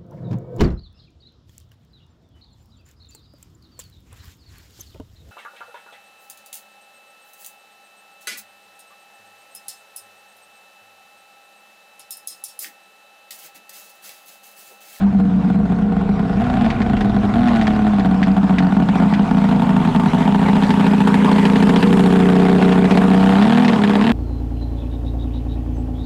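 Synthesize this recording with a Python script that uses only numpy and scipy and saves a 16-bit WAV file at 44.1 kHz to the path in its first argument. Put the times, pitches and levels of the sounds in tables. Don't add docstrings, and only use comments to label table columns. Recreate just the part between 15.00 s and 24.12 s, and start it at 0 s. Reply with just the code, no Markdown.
import sys
import numpy as np
from scipy import signal
from scipy.fft import rfft, irfft, next_fast_len
from scipy.io import wavfile
from scipy.ndimage import uniform_filter1d, map_coordinates

SR = 44100
rng = np.random.default_rng(int(sys.argv[2]) if len(sys.argv) > 2 else 0)


def transcribe(u):
    v = np.clip(np.atleast_2d(u).T, -1, 1)
    q = np.round(v * 32767).astype(np.int16)
    wavfile.write(sys.argv[1], SR, q)


N = 402191

# (time [s], roughness [0-1], pumping level [dB], first-cylinder miss level [dB])
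TEXTURE = [(0, .22, -9, -15), (1.3, .25, -9, -15), (1.45, .18, -3, -15), (1.7, .22, -4, -15),
           (1.8, .3, -14, -15), (2.3, .3, -14, -15), (2.4, .1, -2, -15), (2.9, .12, -3, -15),
           (3, .2, -13, -15), (4.2, .13, -24, -15), (6.75, .09, -24, -13), (6.95, .04, -24, -5),
           (8.5, .03, -24, -6), (8.65, .04, -24, -15)]
def engine():
    rough, pump_db, miss_db = curves(TEXTURE)
    when, fired = firings()
    first_missed = ~fired * [True, False, False]
    misses = amp(miss_db) * port_pulses(when, first_missed, rested_db=-4, weak_db=-58.5, scatter_db=1)
    pump = amp(pump_db) * port_pulses(when, fired, rested_db=0, weak_db=0, scatter_db=.5)
    blowdown = port_pulses(when, fired, rested_db=2.5, weak_db=-15, scatter_db=.8)
    snap = .5 * pump + port_pulses(when, fired, rested_db=5, weak_db=-15, scatter_db=2)
    push = puff(pump + misses + blowdown, ms=.6)
    thump = puff(push, ms=.62)
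    body = boom(thump, snap, rough)
    outlet = honk_and_bark(push, snap, 2 * rough) + crack_and_gurgle(snap, rough)
    return body + dulled(outlet, hz=5100) + spit(snap) + hull_drone(thump)


# (time [s], speed [turns/s])
CRANK_SPEED = [(0.0, 32.8), (0.3, 31.02), (1.2, 29.0), (1.34, 30.29), (1.42, 39.32), (1.56, 43.04),
               (1.66, 37.17), (1.85, 39.35), (2.05, 33.73), (2.3, 34.15), (2.42, 41.18), (2.66, 35.64),
               (2.92, 34.91), (3.0, 31.47), (3.3, 31.37), (3.9, 30.01), (4.3, 28.34), (5.1, 26.84),
               (5.3, 28.84), (6.5, 28.99), (7.1, 30.58), (8.0, 30.75), (8.36, 32.26), (8.46, 36.69),
               (8.62, 41.75), (8.8, 34.22), (9.0, 34.02), (9.12, 41.37)]
# (time [s], first cylinder [0-1], second [0-1], third [0-1])
FIRE_CHANCE = [(0, .8, .8, .5), (.1, .4, .25, .05), (1.3, .45, .3, .05), (1.5, .5, .6, .3),
               (1.7, .1, .2, .1), (2.3, .1, .3, .4), (2.36, .5, 1, .1), (3.2, .35, .75, .05),
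               (4.2, .45, .4, 0), (4.3, .5, 1, 0), (9.12, .5, 1, 0)]
# (start [s], firing interval [turns, 0 = by chance])
FIRST_RHYTHM = [(2.356, 1), (2.613, 0), (4.369, 2), (4.548, 2), (4.801, 2), (4.948, 3), (5.059, 2),
                (5.692, 3), (5.796, 2), (6.142, 3), (6.246, 2), (6.453, 3), (6.556, 2), (6.829, 3),
                (6.927, 2), (7.125, 1), (7.712, 2), (8.134, 1), (8.647, 2), (8.723, 4), (8.837, 2),
                (9.013, 1)]
SECOND_STUMBLES = [4.923, 5.109, 5.6, 5.669, 6.805, 7.593, 7.886, 8.706]
IDLE_ACCENTS = [.192, .257, .443, .481, .548, .702, .789, 1.088, 1.609, 1.801, 1.859, 1.899, 1.969, 2.012,
                2.049, 2.294, 2.339, 2.675, 2.933, 2.988, 3.212, 3.269, 3.368, 3.432, 3.586, 3.725, 3.887,
                3.958, 4.128, 4.198, 4.316]
def firings():
    crank = np.cumsum(curves(CRANK_SPEED)[0]) / SR
    crank -= crank[round(.0123 * SR)]
    turns = int(crank[-1]) + 1
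    when = np.interp(np.arange(3 * turns) / 3, crank, np.arange(N) / SR, right=N / SR)
    times, *cylinders = np.transpose(FIRE_CHANCE)
    chance = np.transpose([np.interp(when[::3], times, c) for c in cylinders])
    fired = rng.random((turns, 3)) < chance
    nearest = lambda grid, at: np.abs(grid[:, None] - at).argmin(axis=0)
    starts = list(nearest(when[::3], [s for s, _ in FIRST_RHYTHM])) + [turns]
    for (_, every), first, end in zip(FIRST_RHYTHM, starts, starts[1:]):
        if every:
            fired[first:end, 0] = np.arange(end - first) % every == 0
    fired[nearest(when[1::3], SECOND_STUMBLES), 1] = False
    fired, accents = fired.ravel(), nearest(when, IDLE_ACCENTS)
    for back in (1, 2, 3):
        fired[accents - back] = False
    fired[accents] = True
    return when, fired.reshape(turns, 3)


CYLINDER_BALANCE = [-1.5, 0, -4]
def port_pulses(when, strong, rested_db, weak_db, scatter_db):
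    rested = ~np.roll(strong, 1, axis=0)
    scatter, jitter = rng.standard_normal((strong.size, 2)).T
    db = np.where(strong, rested_db * rested, weak_db) + CYLINDER_BALANCE
    at = np.round((when + 50e-6 * jitter) * SR).astype(int).clip(0, N)
    return np.bincount(at, amp(db.ravel() + scatter_db * scatter), N + 1)[:N]


def gas(snap, ms, steady):
    return (flow(snap, ms) + steady) * rng.standard_normal(N)


def pipe_voice(drive, snap, modes, noise_share):
    return blend(ringing(drive, modes), ringing(gas(snap, ms=3.9, steady=1), modes), noise_share)


# (pitch [Hz], width [Hz], level [dB])
BOOM_MODES = [(141.4, 13.7, -8), (202.4, 10, 5)]
UPPER_MODES = [(240.7, 68, 0)]
SILENCER_MODES = [(239.7, 131, 0.006)]
def boom(thump, snap, rough):
    low = amp(reach("boom")) * pipe_voice(thump, snap, BOOM_MODES, rough)
    upper = amp(reach("upper")) * pipe_voice(thump, snap, UPPER_MODES, rough)
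    return ringing(low - upper, SILENCER_MODES)


# (pitch [Hz], width [Hz], level [dB])
HONK_MODES = [(396.4, 18, 0.69), (477.3, 7.2, 3)]
LOW_BARK_MODES = [(669, 48, 1), (759, 55, 1.5), (1069, 65, -9), (1453, 104, -9)]
HIGH_BARK_MODES = [(900, 67, 14.5), (1007, 84, -3.5)]
def honk_and_bark(push, snap, rough):
    honk = amp(reach("honk")) * pipe_voice(push, snap, HONK_MODES, rough)
    low = amp(reach("low")) * pipe_voice(snap, snap, LOW_BARK_MODES, rough)
    high = amp(reach("high")) * pipe_voice(snap, snap, HIGH_BARK_MODES, rough)
    return honk + low + high


# (pitch [Hz], width [Hz], level [dB])
CRACK_MODES = [(1440, 76, 6), (1720, 280, 5), (2470, 1100, -1), (3450, 1230, -2)]
# (time [s], effort [0-1])
ENGINE_EFFORT = [(0, 0.63), (.1, 0.08), (1.25, 0), (1.45, 0.78), (1.65, 1), (1.78, 0.44), (2.28, 0.3),
                 (2.4, 0.85), (2.56, 0.86), (2.8, 0.36), (3.2, 0.12), (8.0, 0), (8.3, 0.33), (8.55, 0.7),
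                 (8.8, 0.24), (8.97, 0.54), (9.12, 0.95)]
def crack_and_gurgle(snap, rough):
    effort = curves(ENGINE_EFFORT)[0]
    attack = ringing(gas(snap, ms=.8, steady=.02) + (.6 + 1.2 * effort) * unit(snap), CRACK_MODES)
    rasp = ringing(gas(snap, ms=3, steady=.2), CRACK_MODES)
    crack = blend(attack, rasp, noise_share=(.15 + 1.5 * rough) * (1 - .7 * effort))
    gurgle = even(bubbles(flow(snap, ms=3), count=3000, hz=2100, cycles=8, spread_db=2))
    return amp(reach("crack")) * (amp(-8.5) * crack + amp(-9 - 5.6 * effort) * gurgle)


def bubbles(density, count, hz, cycles, spread_db):
    place, rarity = rng.random((count, 2)).T[:, :, None]
    pitch = (hz * np.exp(.472 * rng.standard_normal((count, 1)))).clip(700, 8000)
    age = np.arange(500) / SR * pitch
    envelope = age * np.exp(-age * 4 / cycles)
    gain = amp(-spread_db * np.log(rarity + .00084))
    notes = gain * envelope * np.sin(2 * np.pi * age * (1 + .0036 * age))
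    at = np.searchsorted(np.cumsum(density), place * density.sum()) + np.arange(500)
    return np.bincount(at.ravel(), notes.ravel(), N + 501)[:N]


# (frequency [Hz], spectral level [dB])
SPRAY_SPECTRUM = [(4000, -35.5), (7000, -7.5), (8500, -8), (10500, -11.5), (12500, -13), (14000, -16),
                  (15400, -51)]
def spit(snap):
    return amp(reach("spray") + 3) * flow(snap, ms=2.9) * coloured(SPRAY_SPECTRUM)


# (pitch [Hz], width [Hz], level [dB])
HULL_MODES = [(64.4, 15, 0)]
def hull_drone(thump):
    return amp(reach("hull") - 2.5) * even(ringing(ringing(thump, HULL_MODES), HULL_MODES))


# (time [s], level [dB])
BANG_HITS = [(1.44, -24), (1.6494, -19), (1.703, -15), (1.818, -17.5), (1.9674, -22), (2.0093, -16),
             (2.4838, -15), (2.5596, -18), (2.613, -15), (2.6693, -13.5), (2.997, -18), (3.229, -10.5),
             (3.5846, -9), (3.8866, -17), (4.1373, -12), (4.9606, -18), (5.6346, -10), (5.7053, -11),
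             (5.8681, -20), (6.0741, -17), (6.142, -17), (6.3819, -15), (6.4535, -9), (6.558, -11.5),
             (6.626, -13), (6.6922, -10), (6.76, -8), (6.8269, -9), (7.4949, -17.5), (7.6246, -11),
             (7.7214, -11.5), (7.852, -12.5), (7.9102, -7), (7.9738, -10), (8.424, -8), (8.6482, -8),
             (8.6805, -5), (8.732, -14), (8.8376, -11.5), (8.8757, -17)]
def bangs():
    times, db = np.transpose(BANG_HITS)
    hits = np.bincount(np.round(times * SR).astype(int), amp(db), N)[:N]
    envelope = puff(hits, ms=.62) + amp(-6) * puff(hits, ms=5.1)
    splash = unit(ringing(rng.standard_normal(N), CRACK_MODES[1:] + [(4500, 2350, -12)]))
    return dulled(envelope * splash, hz=9000)


# (frequency [Hz], spectral level [dB])
WAKE_SPECTRUM = [(250, -12), (600, 1), (1100, -0.5), (1500, -8), (2500, -12), (4200, -21.5), (5200, -26),
                 (8000, -34), (10000, -47), (14000, -93)]
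def wake():
    bands = signal.stft(coloured(WAKE_SPECTRUM), nperseg=512)[2]
    patches = uniform_filter1d(rng.standard_normal(bands.shape), size=6, axis=0)
    patches = unit(uniform_filter1d(patches, size=8, axis=1))
    rush = unit(signal.istft(bands * amp(3.1 * patches), nperseg=512)[1][:N])
    surge = wobble(12)
    spray = amp(reach("spray") + 1 + .6 * surge) * coloured(SPRAY_SPECTRUM)
    return amp(reach("wake") + 17 + 1.33 * surge) * rush + spray


# (frequency [Hz], spectral level [dB])
RUMBLE_SPECTRUM = [(15, -37.5), (28, 18.5), (40, 19.5), (52, -6), (100, 20), (140, 24), (200, -65)]
def low_rumble():
    return amp(reach("rumble") + .5 + .56 * wobble(2)) * coloured(RUMBLE_SPECTRUM)


# (time [s], heading [deg, 0 bow on, 180 stern on], distance [m])
BOAT_PATH = [(0, 0, 22), (2, 10, 17), (3.5, 45, 13), (5.3, 90, 9), (6.3, 125, 8), (7.5, 180, 8),
             (8.3, 200, 9), (9.12, 235, 11)]
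HEADINGS = [0, 5, 10, 45, 90, 125, 155, 180, 200, 235]
LAYER_MIX = {"boom": (-3.5, [-3, -9, -12.5, -8.5, -13, -12.5, -11, -12, -10.5, -14]),
             "upper": (9.9, [-24.5, -27.5, -18, -17.5, -19.5, -17.5, -17.5, -18, -16.5, -19]),
             "honk": (-5.5, [-31.5, -26, -26, -34.5, -31.5, -25.5, -20.5, -19, -22.5, -21.5]),
             "low": (6.4, [-29, -27, -25.5, -25, -30, -37.5, -29, -25, -24.5, -32]),
             "high": (4, [-41.5, -39, -44, -30, -26, -26, -30.5, -32.5, -28.5, -30]),
             "crack": (11.1, [-39, -38.5, -33, -32, -30, -26, -25, -26.5, -26, -27]),
             "wake": (4, [-50, -51.5, -49.5, -49.5, -47.5, -45.5, -45.5, -46.5, -44, -47]),
             "spray": (2.7, [-64, -65, -62, -61.5, -56.5, -52.5, -50.5, -54.5, -53, -57]),
             "hull": (.1, [-21.5, -23.5, -21.5, -28, -35, -36, -32, -35, -31, -50.5]),
             "rumble": (2.1, [-26.5, -25.5, -22.5, -32.5, -33, -37, -35, -32, -35.5, -36])}
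def reach(layer):
    effort_db, heading_db = LAYER_MIX[layer]
    heading, metres = curves(BOAT_PATH)
    heard_db = np.interp(heading, HEADINGS, heading_db) - 20 * np.log10(metres / 10)
    return heard_db + effort_db * curves(ENGINE_EFFORT)[0]


def amp(db):
    return 10 ** (np.asarray(db) / 20)


def unit(x):
    return x / np.sqrt(np.mean(x ** 2) + 1e-20)


def running_rms(x, samples):
    return np.sqrt(np.abs(uniform_filter1d(uniform_filter1d(x * x, samples), samples)) + 1e-20)


def even(x):
    return x / running_rms(x, 9000)


def blend(clean, noisy, noise_share):
    return even(np.sqrt(1 - noise_share) * even(clean) + np.sqrt(noise_share) * even(noisy))


def curves(rows):
    times, *columns = np.transpose(rows)
    return [np.interp(np.arange(N) / SR, times, c) for c in columns]


def wobble(rate):
    return map_coordinates(rng.standard_normal(int(N * rate / SR) + 4), [np.arange(N) * rate / SR])


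def puff(x, ms):
    age = np.arange(SR // 10) / (SR * ms / 1000)
    return signal.fftconvolve(x, age * np.exp(-age))[:N]


def flow(pulses, ms):
    return unit(np.abs(puff(pulses, ms)))


def filtered(x, response):
    size = next_fast_len(N + SR // 2)
    return irfft(rfft(x, size) * response(np.fft.rfftfreq(size, 1 / SR)), size)[:N]


def ringing(x, modes):
    return filtered(x, lambda f: sum(
        (-1) ** k * amp(db) * 1j * f * width / (hz * hz - f * f + 1j * f * width)
        for k, (hz, width, db) in enumerate(modes)))


def coloured(spectrum):
    hz, db = np.transpose(spectrum)
    response = lambda f: amp(np.interp(np.log(f + 1), np.log(hz), db))
    return unit(filtered(rng.standard_normal(N), response))


def dulled(x, hz):
    return signal.sosfilt(signal.butter(4, hz, fs=SR, output="sos"), x)


def scene():
    return (engine() + bangs() + wake() + low_rumble())[None]


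def record(dry):
    knee, ceiling, top_hz = .21, .85, 15400
    level = running_rms(dry[0], 500)
    squeezed = amp(2) * dry[0] / (1 + (level / knee) ** 2) ** .29
    rounded = squeezed / (1 + (squeezed / ceiling) ** 4) ** .25
    return filtered(rounded, lambda hz: (hz < top_hz) / (1 + (hz / 12500) ** 9))[None]


dry = scene()
out = record(dry)
transcribe(out)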